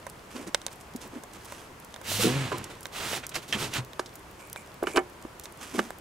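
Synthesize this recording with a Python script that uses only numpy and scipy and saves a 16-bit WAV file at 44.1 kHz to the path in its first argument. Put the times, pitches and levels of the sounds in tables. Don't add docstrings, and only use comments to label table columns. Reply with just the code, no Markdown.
import sys
import numpy as np
from scipy import signal
from scipy.fft import rfft, irfft
from scipy.io import wavfile
from scipy.ndimage import uniform_filter1d

SR = 44100
rng = np.random.default_rng(int(sys.argv[2]) if len(sys.argv) > 2 else 0)


def materialize(psi):
    bounded = np.clip(np.atleast_2d(psi).T, -1, 1)
    quanta = np.round(bounded * 32767).astype(np.int16)
    wavfile.write(sys.argv[1], SR, quanta)


N = 264996
TIME = np.arange(N) / SR
RING = np.arange(SR // 3) / SR

# (frequency [Hz], gain [dB])
FOREST_EQ = [(12, -36), (20, -5), (81, 2), (262, -3), (328, -1), (660, -3.5), (780, -4.5), (976, -3),
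             (1480, -7.5), (2670, -13), (4060, -19), (7310, -21), (11800, -24.5), (14300, -27.5),
             (16000, -32)]
# (frequency [Hz], left-right coherence [0-1])
FOREST_COHERENCE = [(60, .98), (130, 0.97), (290, 0.81), (640, 0.55), (1400, 0.26), (3100, 0.34),
                    (7000, 0.41), (15000, 0.21)]
# (time [s], peak [dB], hardness cutoff [Hz], ring time [x], flex over ring [dB])
CAP_CLICKS = [(0.0668, -26, 1880, 1.4, -5), (0.5462, -9.5, 6660, 0.74, -16), (0.5566, -37, 2500, 1.1, -8),
              (0.6166, -34.5, 9100, .7, -6), (0.6652, -19, 11300, 2.1, 13), (0.682, -33.5, 4000, 1, -6),
              (1.236, -32.5, 1420, 1, -22), (1.5222, -29, 2420, 1, -18), (1.9416, -31.5, 7300, .9, -8),
              (1.962, -30.5, 3520, 2, 12), (2.014, -33.5, 1900, 1.7, -18), (2.8557, -24.5, 6000, 1.25, 4),
              (3.9331, -33, 3550, 1.3, 9), (4.5606, -27, 3140, 0.41, -35), (5.4561, -30.5, 6440, 1.7, 1),
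              (5.9058, -24, 1890, 0.25, -2)]
# (frequency [Hz], gain [dB], t60 [s])
CAP_MODES = [(550, 3, 0.03), (986, 3, 0.023), (1098, -4, 0.032), (1547, 1.5, 0.021), (2150, -4.5, 0.045),
             (3030, -2.5, 0.021), (3680, 9, 0.011), (4360, -2, 0.02), (5050, 3, 0.01), (6320, 14, 0.0033),
             (7100, 3, 0.015), (8080, 7, 0.019), (10030, 8, 0.012), (13300, 2, 0.011)]
# (time [s], peak [dB], centre [Hz], t60 [s])
BRIGHT_BURSTS = [(0.098, -35.5, 8350, 0.022), (0.364, -35, 2800, 0.048), (0.475, -35, 6550, 0.043),
                 (0.728, -41, 9000, .03), (0.8102, -40.5, 7050, 0.043), (0.961, -34, 8000, 0.035),
                 (1.015, -40, 6000, .12), (1.334, -41, 7100, 0.026), (1.4554, -38, 8000, .02),
                 (1.8003, -41, 10000, 0.017), (1.847, -38.5, 10000, 0.017), (2.5826, -31, 9450, 0.018),
                 (2.6417, -29, 7000, 0.024), (2.8303, -35.5, 9200, 0.025), (2.867, -37.5, 9100, .015),
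                 (3.2668, -25.5, 9200, 0.013), (3.2926, -31.5, 8140, 0.037), (3.3433, -31, 3500, 0.051),
                 (3.356, -23, 4730, 0.032), (3.5259, -18, 2800, 0.019), (3.7373, -24.5, 5000, .025),
                 (3.8483, -39, 11000, 0.011), (3.994, -28.5, 5200, 0.053), (4.0597, -35.5, 4700, 0.047),
                 (4.1551, -35.5, 10000, 0.026), (4.499, -37.5, 10000, 0.0085), (4.5296, -27, 9600, 0.012),
                 (4.8315, -35.5, 9500, 0.042), (5.2245, -41, 6700, 0.013), (5.3974, -31, 9950, 0.009),
                 (5.437, -37, 8060, 0.084)]
# (start [s], length [s], hollow level [dB], hiss before its boost [dB])
HAND_RUBS = [(0.301, 0.041, -59, -57), (.335, 0.082, -37.5, -53.5), (0.391, 0.072, -41.5, -58.5),
             (.462, .04, -36.5, -56.5), (0.703, .045, -67, -58), (1.001, 0.066, -53, -55.5),
             (1.033, .05, -44, -59.5), (1.112, 0.1, -40, -62.5), (1.322, 0.073, -50.5, -58),
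             (1.373, 0.35, -58.5, -58), (4.39, 0.028, -64, -58.5), (4.861, 0.078, -41.5, -54),
             (5.552, 0.41, -57, -56), (5.604, .06, -52, -50.5), (5.728, 0.059, -37.5, -48.5),
             (5.777, 0.036, -29, -43.5), (5.804, 0.11, -46.5, -61)]
# (frequency [Hz], gain [dB])
HOLLOW_EQ = [(90, -31), (170, -6.5), (240, 5.5), (370, -2.5), (520, -8), (1000, -18.5), (2500, -23),
             (8000, -75)]
SKIN_EQ = [(400, -5), (1000, 9.5), (1950, 5), (2400, 5.5), (2900, 5), (4200, -0.5), (5900, 1.5),
           (8000, 0.5), (12000, -5.5), (16000, -16)]
# (time [s], peak [dB], pitch [Hz], t60 [s])
PANEL_BUMPS = [(0.9493, -20.5, 249, 0.047), (2.08, -33, 227, 0.067), (2.117, -16.5, 630, 0.014),
               (2.185, -29, 194, 0.18), (2.194, -26, 495, 0.13), (2.243, -20, 434, 0.17),
               (2.245, -21.5, 322, 0.23), (2.257, -18, 179, 0.11), (2.285, -22, 240, .12),
               (2.519, -29, 1010, 0.14), (2.52, -26.5, 410, .12), (3.117, -21.5, 308, 0.017),
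               (3.131, -17.5, 563, 0.011), (3.545, -28, 205, .16), (3.783, -27, 125, 0.2),
               (5.79, -29, 209, 0.18)]
# (time [s], peak [dB], hardness cutoff [Hz], ring time [x], flex over ring [dB])
CANISTER_KNOCKS = [(0.9495, -28, 262, 0.34, -3), (2.118, -39, 1800, 0.29, 8), (2.517, -19.5, 1500, 4.9, 21),
                   (2.527, -22, 1510, 1.25, 12), (3.9944, -16, 1450, 1.04, 12.5),
                   (4.8253, -14, 640, 1.2, 10), (4.8375, -19.5, 895, 0.55, 0), (4.8700, -16, 2620, 1.3, 6),
                   (4.885, -31, 450, 0.69, -8), (4.9405, -26, 500, 1, -10), (4.950, -22, 710, 3.1, -6),
                   (4.9608, -15, 4050, 0.5, -25), (4.9720, -12, 7460, 0.15, 14),
                   (4.9758, -8.5, 1860, 0.75, -19), (5.2505, -26.5, 404, 0.26, 12),
                   (5.7455, -23, 450, 1.1, -8), (5.7915, -11, 2200, 0.75, 8)]
# (frequency [Hz], gain [dB], t60 [s])
CANISTER_MODES = [(267.6, -4.5, 0.11), (359, 7, 0.11), (425.4, 6.5, 0.052), (653, 1, 0.052),
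                  (775, -5.5, 0.16), (990, 5, 0.045), (987, 4, 0.033), (1179, 1, 0.082), (1337, -3.5, 0.1),
                  (1543, 2, 0.054), (1760, -7.5, 0.12), (2210, -5, 0.12), (2410, -8, 0.042),
                  (2974, 1, 0.079), (3080, -37, 0.031), (4350, -9, 0.054)]
# (start [s], attack [s], hold [s], release t60 [s], crunch [dB], spray [dB], push [dB])
SNOW_SCUFFS = [(2.027, 0.023, 0.029, 0.17, -44, -48.5, -53), (2.053, 0.056, 0.057, 0.31, -37, -32, -45),
               (2.177, 0.043, 0.016, 0.37, -30.5, -27.5, -35), (2.24, 0.025, 0.17, 0.9, -36.5, -45.5, -41),
               (2.513, 0.011, .01, 0.28, -46, -50, -34.5), (2.555, 0.013, 0.0067, 0.22, -47, -59, -43),
               (2.63, .01, 0.0075, 0.11, -47.5, -62, -45.5), (2.692, 0.013, 0.008, 0.23, -49.5, -52, -48.5),
               (2.912, 0.055, 0.21, 0.15, -38.5, -41.5, -47.5), (2.987, 0.13, .055, 0.063, -40, -39, -44),
               (3.227, .01, 0.0057, .1, -40.5, -67, -55), (3.309, .008, .01, .1, -46.5, -70, -51),
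               (3.336, 0.023, .004, 0.13, -34, -35.5, -42.5), (3.416, .01, .01, .15, -48.5, -51, -58),
               (3.477, 0.0065, 0.031, .1, -54, -46, -46), (3.524, 0.0027, .024, 0.15, -35.5, -39.5, -35),
               (3.564, 0.042, .04, 0.21, -35.5, -36.5, -36.5), (3.7, .02, .01, .1, -45, -48, -50),
               (3.732, 0.0078, .02, 0.13, -34, -37.5, -40), (3.753, 0.016, .016, 0.09, -32, -40.5, -37)]
# (frequency [Hz], gain [dB])
CRUNCH_EQ = [(200, -3), (500, 1), (1000, 1.5), (1800, 2), (2700, 1), (3800, -3.5), (5200, -12), (8000, -11),
             (16000, -50)]
SPRAY_EQ = [(1500, -22), (2800, 2.5), (4000, 1.5), (6000, -1), (9000, -3), (12000, -4), (16000, -9)]
PUSH_EQ = [(50, -22), (90, -1.5), (125, 3), (170, -4), (260, -2), (400, -4), (600, -14), (1100, -10.5),
           (3000, -43), (8000, -75)]
# (time [s], pitch [Hz])
JUDDER_PITCH = [(2.14, 97.7), (2.23, 115.9), (2.30, 123.7), (2.37, 138), (2.42, 133), (2.50, 117)]
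# (multiple of the pitch [x], gain [dB])
JUDDER_OVERTONES = [(2, -1), (3, -5.5), (4, -9), (5, -25), (6, -15)]
# (start [s], length [s], level [dB], starting pitch [x], fall [octaves/s])
SNOW_SQUEAKS = [(3.524, 0.04, -27, 1.046, 1.2), (3.73, 0.038, -34.5, 1.17, 14)]
# (frequency [Hz], width [Hz], gain [dB])
SQUEAK_FORMANTS = [(1730, 210, 2.5), (2535, 170, 5.5), (3060, 190, 5.5)]
# (start [s], length [s], level [dB])
CAP_SLIDES = [(4.366, 0.18, -55.5), (4.549, 0.092, -51), (4.856, .05, -42), (4.893, 0.073, -45.5),
              (4.953, 0.052, -36)]
# (frequency [Hz], width [Hz], gain [dB])
CAVITY_FORMANTS = [(2350, 220, 4), (7600, 650, -11.5), (8400, 3600, 0.5)]
# (frequency [Hz], left minus right [dB])
PAN_BALANCE = [(100, 0.5), (380, -1.3), (700, -3), (1300, -4), (4400, -4.5), (8000, -4), (15000, -0.5)]
# (frequency [Hz], lead of the left side [rad])
PAN_PHASE = [(20, 0.26), (125, -0.26), (430, -0.57), (1030, -0.31), (3800, -0.51), (7000, -0.046),
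             (11000, -0.62), (16000, -0.55)]
# (frequency [Hz], gain [dB])
SCATTER_EQ = [(100, -28), (700, 4), (2000, 3.5), (4500, 3), (8000, 7), (15000, -6)]


def amp(db):
    return 10 ** (np.asarray(db) / 20)


def unit(x):
    return x / np.sqrt(np.mean(x ** 2) + 1e-20)


def crest(hit):
    return 2 * np.sqrt(uniform_filter1d(hit ** 2, size=110, mode="constant").max())


def curve(points, hz):
    f, value = np.transpose(points)
    return np.interp(np.log(hz + 1), np.log(f + 1), value)


def bins(x):
    return np.fft.rfftfreq(x.shape[-1], 1 / SR)


def colour(x, eq):
    return unit(irfft(rfft(x) * amp(curve(eq, bins(x))), x.shape[-1]))


def add(mix, start, sound):
    part = mix[round(start * SR):][:len(sound)]
    part += sound[:len(part)]


def decay(t60):
    return amp(-60 * RING / t60)


def envelope(start, attack, hold, t60):
    t = TIME - start
    return np.clip(t / attack, 0, 1) * amp(-60 * np.maximum(t - attack - hold, 0) / t60)


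def arch(start, length, peak):
    return np.sin(np.interp(TIME, start + length * np.array([0, peak, 1]), [0, np.pi / 2, np.pi]))


def together(gains):
    return np.sqrt(sum(gain ** 2 for gain in gains))


def wobble(samples):
    return unit(uniform_filter1d(rng.standard_normal(N), samples))


def grains(per_s, spread_db):
    size = amp(spread_db * np.minimum(rng.exponential(1, N), 4))
    return unit(size * rng.choice([-1, 1], N) * (rng.random(N) < per_s / SR))


def resonate(x, hz, width):
    carrier = np.exp(2j * np.pi * np.cumsum(hz * np.ones(N)) / SR)
    pole = np.exp(-np.pi * width * 1.5 / SR)
    baseband = signal.lfilter([(1 - pole) ** 2], [1, -2 * pole, pole * pole], x / carrier)
    return unit((carrier * baseband).real)


def dense_ring(t60, slope):
    noise, octave = rfft(rng.standard_normal(len(RING))), np.log2(bins(RING) + 1)
    out = np.zeros(len(RING))
    for hz in 250 * 2 ** np.arange(7):
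        band = np.maximum(1 - abs(octave - np.log2(hz)), 0)
        out += irfft(noise * band, len(RING)) * decay(t60 * (hz / 1000) ** -slope)
    return unit(out)


def plastic_hits(hits, modes, dense_t60, slope, low_cut_hz, flex_s, leak_db, dense_db=-2.5):
    out = np.zeros(N)
    low_cut = signal.butter(3, low_cut_hz, "high", fs=SR)
    for start, peak_db, hardness_hz, ring, flex_db in hits:
        tone = unit(sum((-1) ** k * amp(db) * decay(t60 * ring) * np.sin(2 * np.pi * hz * RING)
                        for k, (hz, db, t60) in enumerate(modes)))
        wash = amp(dense_db) * signal.lfilter(*low_cut, dense_ring(dense_t60 * ring, slope))
        punch = 1 + amp(flex_db) * np.exp(-(RING / flex_s) ** 2)
        body = (tone + wash) * punch
        hit = signal.lfilter(*signal.butter(2, hardness_hz, fs=SR), body) + amp(leak_db) * body
        add(out, start, amp(peak_db) * hit / crest(hit))
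    return out


def forest(level_db=-48):
    left, other = rng.standard_normal((2, N))
    shared = curve(FOREST_COHERENCE, bins(left))
    right = irfft(shared * rfft(left) + np.sqrt(1 - shared ** 2) * rfft(other), N)
    return colour(np.array([left, right]), FOREST_EQ) * amp(level_db)


def stray_ticks(level_db=-67):
    out = np.zeros(N)
    for hz in np.geomspace(3500, 13000, 6):
        burst = rng.standard_normal(len(RING)) * decay(0.009)
        tick = signal.lfilter(*signal.iirpeak(hz, Q=2, fs=SR), burst)
        out += signal.oaconvolve(grains(per_s=1.7, spread_db=2.5), tick)[:N]
    return unit(out) * amp(level_db)


def cap_clicks():
    return plastic_hits(CAP_CLICKS, CAP_MODES, dense_t60=0.04, slope=0.32,
                        low_cut_hz=497, flex_s=0.0014, leak_db=-10.5)


def bright_bursts():
    out = np.zeros(N)
    for start, peak_db, hz, t60 in BRIGHT_BURSTS:
        burst = rng.standard_normal(len(RING)) * decay(t60)
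        burst = signal.lfilter(*signal.iirpeak(hz, Q=1, fs=SR), burst)
        top_hz = min(2 * hz, 17050)
        burst = signal.lfilter(*signal.butter(2, top_hz, fs=SR), burst)
        add(out, start, amp(peak_db) * burst / crest(burst))
    return out


def hand_rubs(hiss_boost_db=8):
    strokes = [(arch(start, length, peak=0.37), *levels) for start, length, *levels in HAND_RUBS]
    hollow_gain = together(speed * amp(db) for speed, db, _ in strokes)
    hiss_gain = together(speed * amp(db + hiss_boost_db) for speed, _, db in strokes)
    hollow = colour(grains(per_s=1100, spread_db=0.8), HOLLOW_EQ)
    hiss = colour(grains(per_s=1300, spread_db=-0.8), SKIN_EQ)
    return hollow * hollow_gain + hiss * hiss_gain


def panel_bumps():
    out = np.zeros(N)
    for start, peak_db, hz, t60 in PANEL_BUMPS:
        attack = 1 - np.exp(-2 * hz * RING)
        add(out, start, amp(peak_db) * attack * decay(t60) * np.sin(2 * np.pi * hz * RING))
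    return out


def canister_knocks():
    return plastic_hits(CANISTER_KNOCKS, CANISTER_MODES, dense_t60=0.14, slope=0.58,
                        low_cut_hz=366, flex_s=0.0037, leak_db=-76)


def snow_scuffs(push_lag_s=0.014, push_stretch=1.37, muffle_hz=11100, spray_trim_db=1, push_trim_db=-0.5):
    strokes = [(envelope(*shape), crunch_db, spray_db) for *shape, crunch_db, spray_db, _ in SNOW_SCUFFS]
    crunch_gain = together(gain * amp(db) for gain, db, _ in strokes)
    spray_gain = together(gain * amp(db) for gain, _, db in strokes)
    weight = together(amp(db) * envelope(start + push_lag_s, attack, hold, t60 * push_stretch)
                      for start, attack, hold, t60, _, _, db in SNOW_SCUFFS)
    clumps = amp(1.5 * wobble(260))
    crunch = crunch_gain * colour(grains(per_s=4200, spread_db=2.0) * clumps, CRUNCH_EQ)
    bright = colour(grains(per_s=7000, spread_db=1.5), SPRAY_EQ)
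    muffled = signal.sosfiltfilt(signal.butter(2, muffle_hz, fs=SR, output="sos"), bright)
    covered = weight / (weight + spray_gain + 1e-12)
    spray = spray_gain * (covered * muffled + (1 - covered) * bright)
    push = weight * colour(grains(per_s=2600, spread_db=3.0), PUSH_EQ)
    return crunch + amp(spray_trim_db) * spray + amp(push_trim_db) * push


def wall_judder(jitter=0.022, uneven_db=2.1, buzz_db=-13):
    hz = np.interp(TIME, *np.transpose(JUDDER_PITCH))
    phase = 2 * np.pi * np.cumsum(hz * (1 + jitter * wobble(300))) / SR
    overtones = sum(amp(db) * np.cos(multiple * phase) for multiple, db in JUDDER_OVERTONES)
    hum_gain = amp(-31 + 0.22 * (hz - hz.max()))
    hum_gain *= envelope(start=2.10, attack=0.044, hold=0.32, t60=0.2)
    hum = (np.cos(phase) + amp(buzz_db) * overtones) * hum_gain
    chatter = overtones * amp(-28.5) * envelope(start=2.23, attack=0.027, hold=0.032, t60=0.22)
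    grip = amp(uneven_db * wobble(500))
    return np.sqrt(2) * (hum + chatter) * grip


def snow_squeaks():
    slips, out = grains(per_s=2400, spread_db=2.0), np.zeros(N)
    for start, length, level_db, pitch, fall in SNOW_SQUEAKS:
        glide = pitch * 2 ** (-fall * np.clip(TIME - start, 0, length))
        voice = sum(amp(db) * resonate(slips, hz * glide, width) for hz, width, db in SQUEAK_FORMANTS)
        out += unit(voice) * amp(level_db) * arch(start, length, peak=0.14)
    return out


def cap_slides():
    friction = grains(per_s=1700, spread_db=5.0)
    speed = together(amp(db) * arch(start, length, peak=0.31) for start, length, db in CAP_SLIDES)
    cavity = sum(amp(db) * resonate(friction, hz, width) for hz, width, db in CAVITY_FORMANTS)
    return unit(cavity) * speed


def place(x, scatter_db, scatter_t60=0.026, trees_db=-28, trees_t60=0.21):
    hz = bins(x)
    pan = amp(curve(PAN_BALANCE, hz) / 2) * np.exp(0.5j * curve(PAN_PHASE, hz))
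    direct = irfft(rfft(x) * np.array([pan, 1 / pan]), N)
    ground = unit(colour(rng.standard_normal(len(RING)), SCATTER_EQ) * decay(scatter_t60))
    trees = unit(rng.standard_normal((2, len(RING))) * decay(trees_t60))
    reverb = (amp(scatter_db) * np.array([ground, -ground]) + amp(trees_db) * trees) / np.sqrt(len(RING))
    return direct + signal.fftconvolve(x[None], reverb, axes=1)[:, :N]


def to_sides(x, gain_db=-12.5):
    side = irfft(rfft(x) * amp(gain_db + curve(SCATTER_EQ, bins(x))), N)
    return np.array([side, -side])


def scene():
    canister = cap_clicks() + hand_rubs() + panel_bumps() + canister_knocks()
    canister += wall_judder() + cap_slides()
    textures = stray_ticks() + bright_bursts() + snow_scuffs() + snow_squeaks()
    wide_snow = to_sides(snow_scuffs())
    return forest() + place(canister, scatter_db=-13) + place(textures, scatter_db=-32) + wide_snow


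def record(dry):
    high_cut = signal.firwin(401, 15800, window=("kaiser", 8), fs=SR)
    return signal.oaconvolve(dry, high_cut[None], "same")


dry = scene()
out = record(dry)
materialize(out)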